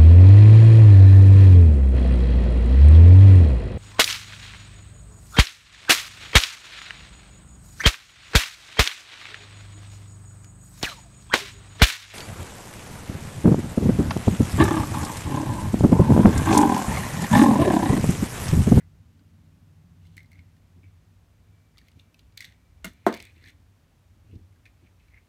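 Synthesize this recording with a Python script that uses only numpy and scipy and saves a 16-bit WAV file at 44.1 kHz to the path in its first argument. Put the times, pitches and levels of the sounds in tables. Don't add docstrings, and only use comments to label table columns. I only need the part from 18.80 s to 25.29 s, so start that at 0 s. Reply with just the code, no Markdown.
import sys
import numpy as np
from scipy import signal
from scipy.fft import rfft, irfft, next_fast_len
from scipy.io import wavfile
from scipy.ndimage import uniform_filter1d

SR = 44100
rng = np.random.default_rng(int(sys.argv[2]) if len(sys.argv) > 2 else 0)


def elevation(decibels):
    levels = np.asarray(decibels, float)
    return 10 ** (levels / 20)


def generate_wav(signal):
    frames = np.transpose(np.atleast_2d(signal))
    scaled = np.clip(frames, -1, 1) * 32767
    pcm = np.round(scaled).astype(np.int16)
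    wavfile.write(sys.argv[1], SR, pcm)


N = 286043

# frequency in Hz, level in dB per Hz.
HISS_COLOUR = [(15, -42), (33, -8), (68, -2), (97, -0.5), (145, -12.5), (285, -17.5), (463, -23),
               (575, -23), (796, -25), (2350, -30), (4870, -35.5), (6210, -36), (10400, -41),
               (14800, -41.5), (16000, -48)]
HISS_DB = -60.9

# frequency in Hz, width in Hz, level in dB.
ROOM_MODES = [
    [(54, 25, 0)],
    [(94.64, 21, -0.5), (77, 16, -7)],
    [(157.3, 22, 0)],
    [(213, 50, -0.5), (300, 70, -4)],
]
# offset in dB, share of the traffic's swing,
# fading in dB per s, own wandering in dB.
MODE_ANSWER = [(-9.5, .2, 0.1, 2), (-.3, 1.05, 0.1, 1.1), (-10.5, .15, -2.1, 1.8), (-13.5, .25, -1.3, 2.5)]
# time in seconds, level in dB.
TRAFFIC = [(0.0, -54), (1.17, -57), (1.25, -47), (1.52, -57), (1.59, -49), (1.81, -60), (2.06, -50),
           (2.28, -64), (2.71, -57), (3.12, -69), (3.16, -52), (3.23, -63), (4.71, -57), (5.15, -69),
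           (5.56, -48), (5.89, -65), (6.34, -60), (6.49, -69)]
# time in seconds, swell in dB.
WEIGHT_SHIFTS = [(.15, 9), (1.83, 5), (2.6, 8), (3.44, 15), (3.94, 13), (4.06, 16), (4.4, 12), (4.95, 6),
                 (5.33, 8), (5.55, 12), (6.35, 9)]
SHIFT_S, WANDER_HZ = .06, 2.5
PASS_S, PASS_DB, PASS_LENGTH_S = 1.1, 7, .4

# ratio to the shell pitch, width in Hz, level in dB.
SHELL = [(.75, 350, -5.5), (.96, 260, 4.5), (1.1, 240, 3.5), (1.301, 300, -7.5)]
# frequency in Hz, width in Hz, level in dB.
UPPER_SHELL = [(2890, 250, -7), (3510, 150, -2), (4070, 230, -4), (4720, 380, -13.5)]
# frequency in Hz, width in Hz, level in dB.
BRIGHT_SHELL = [(5435, 500, -1.5), (6393, 450, 0.5), (7800, 700, -2), (9500, 900, -5), (11800, 1200, -7.5),
                (14000, 2000, -11.5)]
# frequency in Hz, width in Hz, level in dB.
CLICK_TOP = [(4400, 250, -6), (6200, 450, -15)]

# start in seconds, rattle in dB,
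# settling time in seconds per 60 dB, shell pitch in Hz, brightness in dB.
JOLTS = [(0.0, -54, .12, 1870, -14), (1.368, -56, .2, 2050, 3), (1.512, -70, .9, 2100, -3),
         (2.033, -66, .32, 2280, -18), (2.972, -72, .5, 2080, 3), (3.192, -66, .2, 2500, 5),
         (3.38, -76, .4, 2600, 10), (3.574, -47, .1, 2050, 7), (3.606, -45, .33, 2050, 2),
         (4.045, -43, .17, 1913, 9), (4.266, -32, .12, 1900, 3), (4.325, -46, .45, 2200, 2),
         (4.49, -61, .2, 2250, -9), (4.558, -63, .16, 2300, -12), (5.856, -51, .11, 2200, -5),
         (6.196, -68, .6, 2400, -6)]
# loudest moment in seconds, rattle in dB,
# build-up in seconds per 60 dB, shell pitch in Hz, brightness in dB.
ROLLS = [(1.27, -70, .3, 2900, 6), (1.35, -75, .4, 3000, 8), (1.595, -68, .3, 2200, -5),
         (3.075, -72, .25, 2100, 5), (3.185, -74, .2, 2400, 6), (4.47, -55, 1.2, 2250, -6),
         (4.695, -50, .34, 2100, -1), (5.54, -68, .35, 2600, -4), (6.075, -65.5, .3, 2400, -6),
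         (6.376, -57.5, .36, 2130, -20)]
JOLT_START_S, ROLL_STOP_S = .007, .085
UPPER_DB, UPPER_FOLLOWS, CRACKLE_DB = -6, .7, -11.5

# start in seconds, ring in dB, shell pitch in Hz, hard
# click in dB, bright crack in dB.
NUDGE_TICKS = [(0.0194, -57, 1590, -78, -76), (0.3935, -56, 1500, -62.5, -80), (1.2531, -55, 2130, -65, -77),
               (1.2694, -57, 2970, -66, -64), (1.3683, -44, 2260, -53, -51), (1.3788, -27, 2060, -47.5, -51),
               (1.3914, -39, 2090, -72, -69), (1.4047, -38, 2150, -60, -66), (1.4304, -64, 2170, -63, -59),
               (1.4451, -48, 2070, -81, -73), (1.4584, -64, 2040, -65, -69), (1.517, -43, 2160, -59, -58),
               (1.5304, -44, 2110, -59, -64), (1.5559, -46, 2140, -74, -73), (1.5913, -39, 2200, -60, -76),
               (1.7664, -58, 1820, -66, -69), (2.0328, -49, 2270, -81, -83), (2.0412, -48, 2290, -75, -76),
               (2.9607, -52, 2010, -69, -73), (2.9724, -52, 1250, -54, -69), (2.9812, -50, 2240, -46.5, -59),
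             (2.9864, -47, 2220, -52, -58), (3.0145, -50, 1820, -62, -70), (3.0836, -49, 2100, -54, -60),
             (3.1164, -60, 2900, -61, -67), (3.1956, -46, 2810, -47.5, -67),
             (3.3438, -46, 2620, -53.5, -64), (3.3922, -61, 2770, -50, -62), (3.5234, -61, 2210, -64, -76)]
# start in seconds, ring in dB, shell pitch in Hz,
# hard click in dB, bright crack in dB.
TOSS_TICKS = [(3.575, -29, 2300, -33, -38), (3.6062, -25, 2050, -37.5, -44.5),
              (3.6235, -35, 1990, -45.5, -72), (3.6446, -29, 1980, -39, -53.5),
              (3.6514, -44, 1950, -40, -48), (3.7227, -50, 1960, -56, -67), (4.0461, -26, 2130, -45, -30.5),
              (4.0545, -40, 2100, -46, -36), (4.1344, -67, 2170, -64, -60.5),
              (4.2652, -13, 1510, -50, -37.5), (4.3066, -43, 1720, -50.5, -58),
              (4.3263, -55, 2310, -39, -51), (4.34, -31, 1740, -34, -46.5),
              (4.3472, -31, 2210, -44.5, -41.5), (4.3664, -36, 2230, -49.5, -52),
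              (4.3742, -35, 2320, -47, -48), (4.4019, -32, 2160, -37, -50), (4.4254, -43, 2330, -52, -47),
              (4.4524, -48.5, 2420, -49, -52), (4.563, -52, 2320, -61, -75),
              (4.5794, -51.5, 2680, -72, -67), (4.6399, -40, 1750, -49.5, -70),
              (4.6588, -38.5, 1820, -54.5, -63), (4.6744, -41, 2120, -49.5, -65)]
# start in seconds, ring in dB, shell pitch in Hz,
# hard click in dB, bright crack in dB.
FAR_TICKS = [(5.5124, -55, 2840, -74, -75), (5.5537, -70, 2970, -59, -71.5),
             (5.7269, -59.5, 2160, -79, -74), (5.7608, -59, 1620, -68, -71.5),
             (5.8546, -46, 2590, -57, -68.5), (5.8616, -47, 1820, -58, -71),
             (6.2826, -56, 2300, -68.5, -77.5), (6.3255, -56.5, 2050, -78, -76),
             (6.3425, -41, 2090, -72.5, -76), (6.3819, -45, 2200, -78, -76)]
TICK_T60_S, DAMPED_S_PER_DB = .023, .0003

# start in seconds, peak in dB.
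STEPS = [(1.36, -50), (1.959, -44.5), (2.03, -52), (3.01, -52), (3.155, -48), (3.65, -53), (4.56, -53),
         (4.62, -54), (4.66, -55), (5.356, -56.5), (5.433, -56), (5.49, -48), (5.523, -35.5), (5.55, -41),
         (5.585, -46), (6.02, -51)]
# time in seconds, level in dB.
WHINE = [
    (2.3, -100),
    (2.6, -84),
    (3.9, -83),
    (4.6, -81.5),
    (5.0, -100),
]

# start in seconds, peak in dB.
BOX_HIT = [
    (4.0452, -28),
    (4.0495, -44),
    (4.068, -43),
]
# frequency in Hz, level in dB, t60 in seconds.
BOX = [(180, 0.5, 0.066), (330, -11, .1), (650, -10.5, .06), (1450, -3, .04), (2130, -1, .05),
       (2770, -7.5, .04)]
# frequency in Hz, level in dB, t60 in seconds.
BOX_SHUDDER = [(170, -37, 0.16), (300, -43, 0.081), (503, -42, 0.075), (900, -45, 0.1), (1404, -39.5, .12)]
# start in seconds, peak in dB.
KNOCK = [
    (4.2652, -41.5),
    (4.2659, -14),
    (4.2690, -19),
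    (4.2745, -22),
]
# frequency in Hz, level in dB, t60 in seconds.
FLOORBOARD = [(175, -18, .12), (226, -10.5, .2), (287, -15, .12), (345, -9, 0.056), (400, 1.5, 0.065),
              (617, -8, 0.043), (690, -5.5, 0.065), (760, 8.5, 0.018), (855, -6.5, .06), (1055, -8, .055),
              (1120, -11.5, .015), (1395, -15.5, .07), (1530, -22, 0.087), (1860, -36, 0.1)]
# frequency in Hz, level in dB, t60 in seconds.
FLOOR_SHUDDER = [(197.6, -35, 0.33), (340, -28, 0.27), (560, -32, .2), (800, -30, 0.1892),
                 (1190, -30.5, 0.19), (1833, -49, .15)]

ROOM_T60_S, WALL_CUT_HZ = 0.24, 5000


def rms_one(x):
    return x / np.sqrt(np.mean(x ** 2) + 1e-20)


def level_curve(rows):
    s, db = np.transpose(rows)
    return np.interp(np.arange(N) / SR, s, db)


def ring(clicks, hz, t60):
    r = elevation(-60 / (t60 * SR))
    w = 2 * np.pi * hz / SR
    return signal.lfilter([0, np.sin(w)], [1, -2 * r * np.cos(w), r * r], clicks + 1e-18)


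def resonate(x, peaks):
    out = 0
    for k, (hz, width_hz, level_db) in enumerate(peaks):
        r = np.exp(-np.pi * width_hz / SR)
        poles = [1, -2 * r * np.cos(2 * np.pi * hz / SR), r * r]
        mode = signal.lfilter([(1 - r * r) / 2, 0, (r * r - 1) / 2], poles, x)
        out = out + (-1) ** k * elevation(level_db) * mode
    return out


def cut(x, hz, kind, order=2):
    return signal.sosfilt(signal.butter(order, hz, kind, fs=SR, output="sos"), x)


def add(track, s, sound):
    at = round(s * SR)
    track[at:at + len(sound)] += sound[:N - at]


def hiss():
    hz = np.fft.rfftfreq(N, 1 / SR)
    points = np.array(HISS_COLOUR)
    colour = elevation(np.interp(np.log(hz + 1), np.log(points[:, 0]), points[:, 1]))
    noise = rms_one(irfft(rfft(rng.standard_normal(N)) * colour, N))
    return cut(elevation(HISS_DB) * noise, 15850, "low", order=16)


def rumble():
    out, t = np.zeros(N), np.arange(N) / SR
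    traffic_db = level_curve(TRAFFIC)
    mean_db = traffic_db.mean()
    shift_db = sum(db * np.exp(-((t - s) / SHIFT_S) ** 2) for s, db in WEIGHT_SHIFTS)
    pass_db = PASS_DB * np.exp(-((t - PASS_S) / PASS_LENGTH_S) ** 2)
    for k, (answer, modes) in enumerate(zip(MODE_ANSWER, ROOM_MODES)):
        offset_db, share, fading_db, wander_db = answer
        hum = rms_one(resonate(resonate(rng.standard_normal(N), modes), modes))
        steadied = hum / np.sqrt(uniform_filter1d(hum ** 2, size=SR // 12) + 0.0876)
        wander = rms_one(cut(rng.standard_normal(N + SR), WANDER_HZ, "low")[SR:])
        swing_db = share * (traffic_db - mean_db) + fading_db * (t - t.mean()) + wander_db * wander
        if k == 0:
            swing_db += shift_db
        if k == 2:
            swing_db += pass_db
        out += elevation(mean_db + offset_db + swing_db) * rms_one(steadied)
    return out


def rattle():
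    sizes = elevation(2.7 * np.minimum(rng.exponential(1, (3, N)), 4)) * rng.choice([-1, 1], (3, N))
    contacts_per_s = np.array([[1600], [1200], [300]])
    contacts = sizes * (rng.random((3, N)) < contacts_per_s / SR)
    upper = rms_one(resonate(contacts[1], UPPER_SHELL))
    crackle = rms_one(resonate(contacts[2] + .1 * rng.standard_normal(N), BRIGHT_SHELL))
    bouts = [(s, db, JOLT_START_S, t60, *rest) for s, db, t60, *rest in JOLTS]
    bouts += [(s, db, rise, ROLL_STOP_S, *rest) for s, db, rise, *rest in ROLLS]
    out = np.zeros(N)
    for s, rattle_db, rise, fall, hz, bright_db in bouts:
        span = slice(max(round((s - .5) * SR), 0), round((s + .5) * SR))
        t = np.arange(N)[span] / SR - s
        pitched = [(ratio * hz, width_hz, level_db) for ratio, width_hz, level_db in SHELL]
        mix = rms_one(resonate(contacts[0][span], pitched))
        mix = mix + elevation(UPPER_DB + UPPER_FOLLOWS * bright_db) * upper[span]
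        mix = mix + elevation(CRACKLE_DB + bright_db) * crackle[span]
        out[span] += elevation(rattle_db - 2.5 - 60 * np.maximum(-t / rise, t / fall)) * mix
    return out


def ticks():
    out, t = np.zeros(N), np.arange(1800) / SR
    rows = NUDGE_TICKS + TOSS_TICKS + FAR_TICKS
    for s, ring_db, hz, click_db, crack_db in rows:
        t60 = max(TICK_T60_S - DAMPED_S_PER_DB * (ring_db + 45), .005)
        dying = elevation(-60 * t / t60)
        body = np.sin(2 * np.pi * hz * t) * dying * (1 - np.exp(-t / .0005))
        modes = [(f, 2.8 * width_hz, level_db + rng.normal(0, 3.6))
                 for f, width_hz, level_db in UPPER_SHELL + CLICK_TOP]
        click = rms_one(resonate(rng.standard_normal(len(t)) * dying, modes))
        crack = cut(rng.standard_normal(len(t)) * elevation(-60 * t / .007), [5200, 14500], "band")
        add(out, s, elevation(ring_db - 3.5) * body + elevation(click_db - 15.5) * click + elevation(crack_db + 6.5) * crack)
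    return out


def steps():
    out, t = np.zeros(N), np.arange(6000) / SR
    swell = np.minimum(t / 0.013, 1) * elevation(-60 * t / 0.11)
    for s, peak_db in STEPS:
        puff = rms_one(cut(rng.standard_normal(len(t)), [70, 320], "band", order=4))
        add(out, s, elevation(peak_db) * puff * swell)
    return out


def whine():
    peak = [(2320, 30, 0)]
    tone = rms_one(resonate(resonate(rng.standard_normal(N), peak), peak))
    return elevation(level_curve(WHINE)) * tone


def blow(hits, modes, shudder, soft_hz):
    clicks, t = np.zeros(N), np.arange(SR // 2) / SR
    for s, peak_db in hits:
        add(clicks, s, np.array([elevation(peak_db)]))
    clicks = cut(clicks, soft_hz, "low")
    out = -sum(elevation(level_db) * ring(clicks, hz, t60) for hz, level_db, t60 in modes)
    for hz, level_db, t60 in shudder:
        band = rms_one(cut(rng.standard_normal(len(t)), [hz / 1.3, hz * 1.49], "band"))
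        add(out, hits[0][0], elevation(level_db - 60 * t / t60) * np.minimum(t / .012, 1) * band)
    return cut(out, 165, "high", order=8)


def box_hit():
    return blow(BOX_HIT, BOX, BOX_SHUDDER, soft_hz=4000)


def landing():
    return blow(KNOCK, FLOORBOARD, FLOOR_SHUDDER, soft_hz=1800)


def room(x):
    size = next_fast_len(N + SR)
    w = 2 * np.pi * np.fft.rfftfreq(size)
    dull = 1 / (1 + 1j * w * SR / (2 * np.pi * WALL_CUT_HZ)) ** .3
    echoes = 0
    for k, lag_s in enumerate(rng.uniform(0.0044, .026, 10)):
        loop = elevation(-60 * lag_s / ROOM_T60_S) * dull * np.exp(-1j * w * lag_s * SR)
        echoes = echoes + (-1) ** k * loop / (1 - loop)
    return irfft(rfft(x, size) * echoes, size)[:N]


def scene():
    background = hiss() + rumble() + whine()
    toy = rattle() + ticks()
    blows = box_hit() + landing()
    wet = room(elevation(-22) * toy + elevation(-24.5) * blows)
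    return (background + toy + steps() + blows + wet)[None]


def band_limit(x):
    return signal.sosfilt(signal.butter(12, 16530, fs=SR, output="sos"), x)


def record(dry):
    thinned = cut(dry, 42, "high", order=4)
    mix = 0.79 * np.tanh(thinned / 0.82)
    return band_limit(mix)


dry = scene()
out = record(dry)
generate_wav(out)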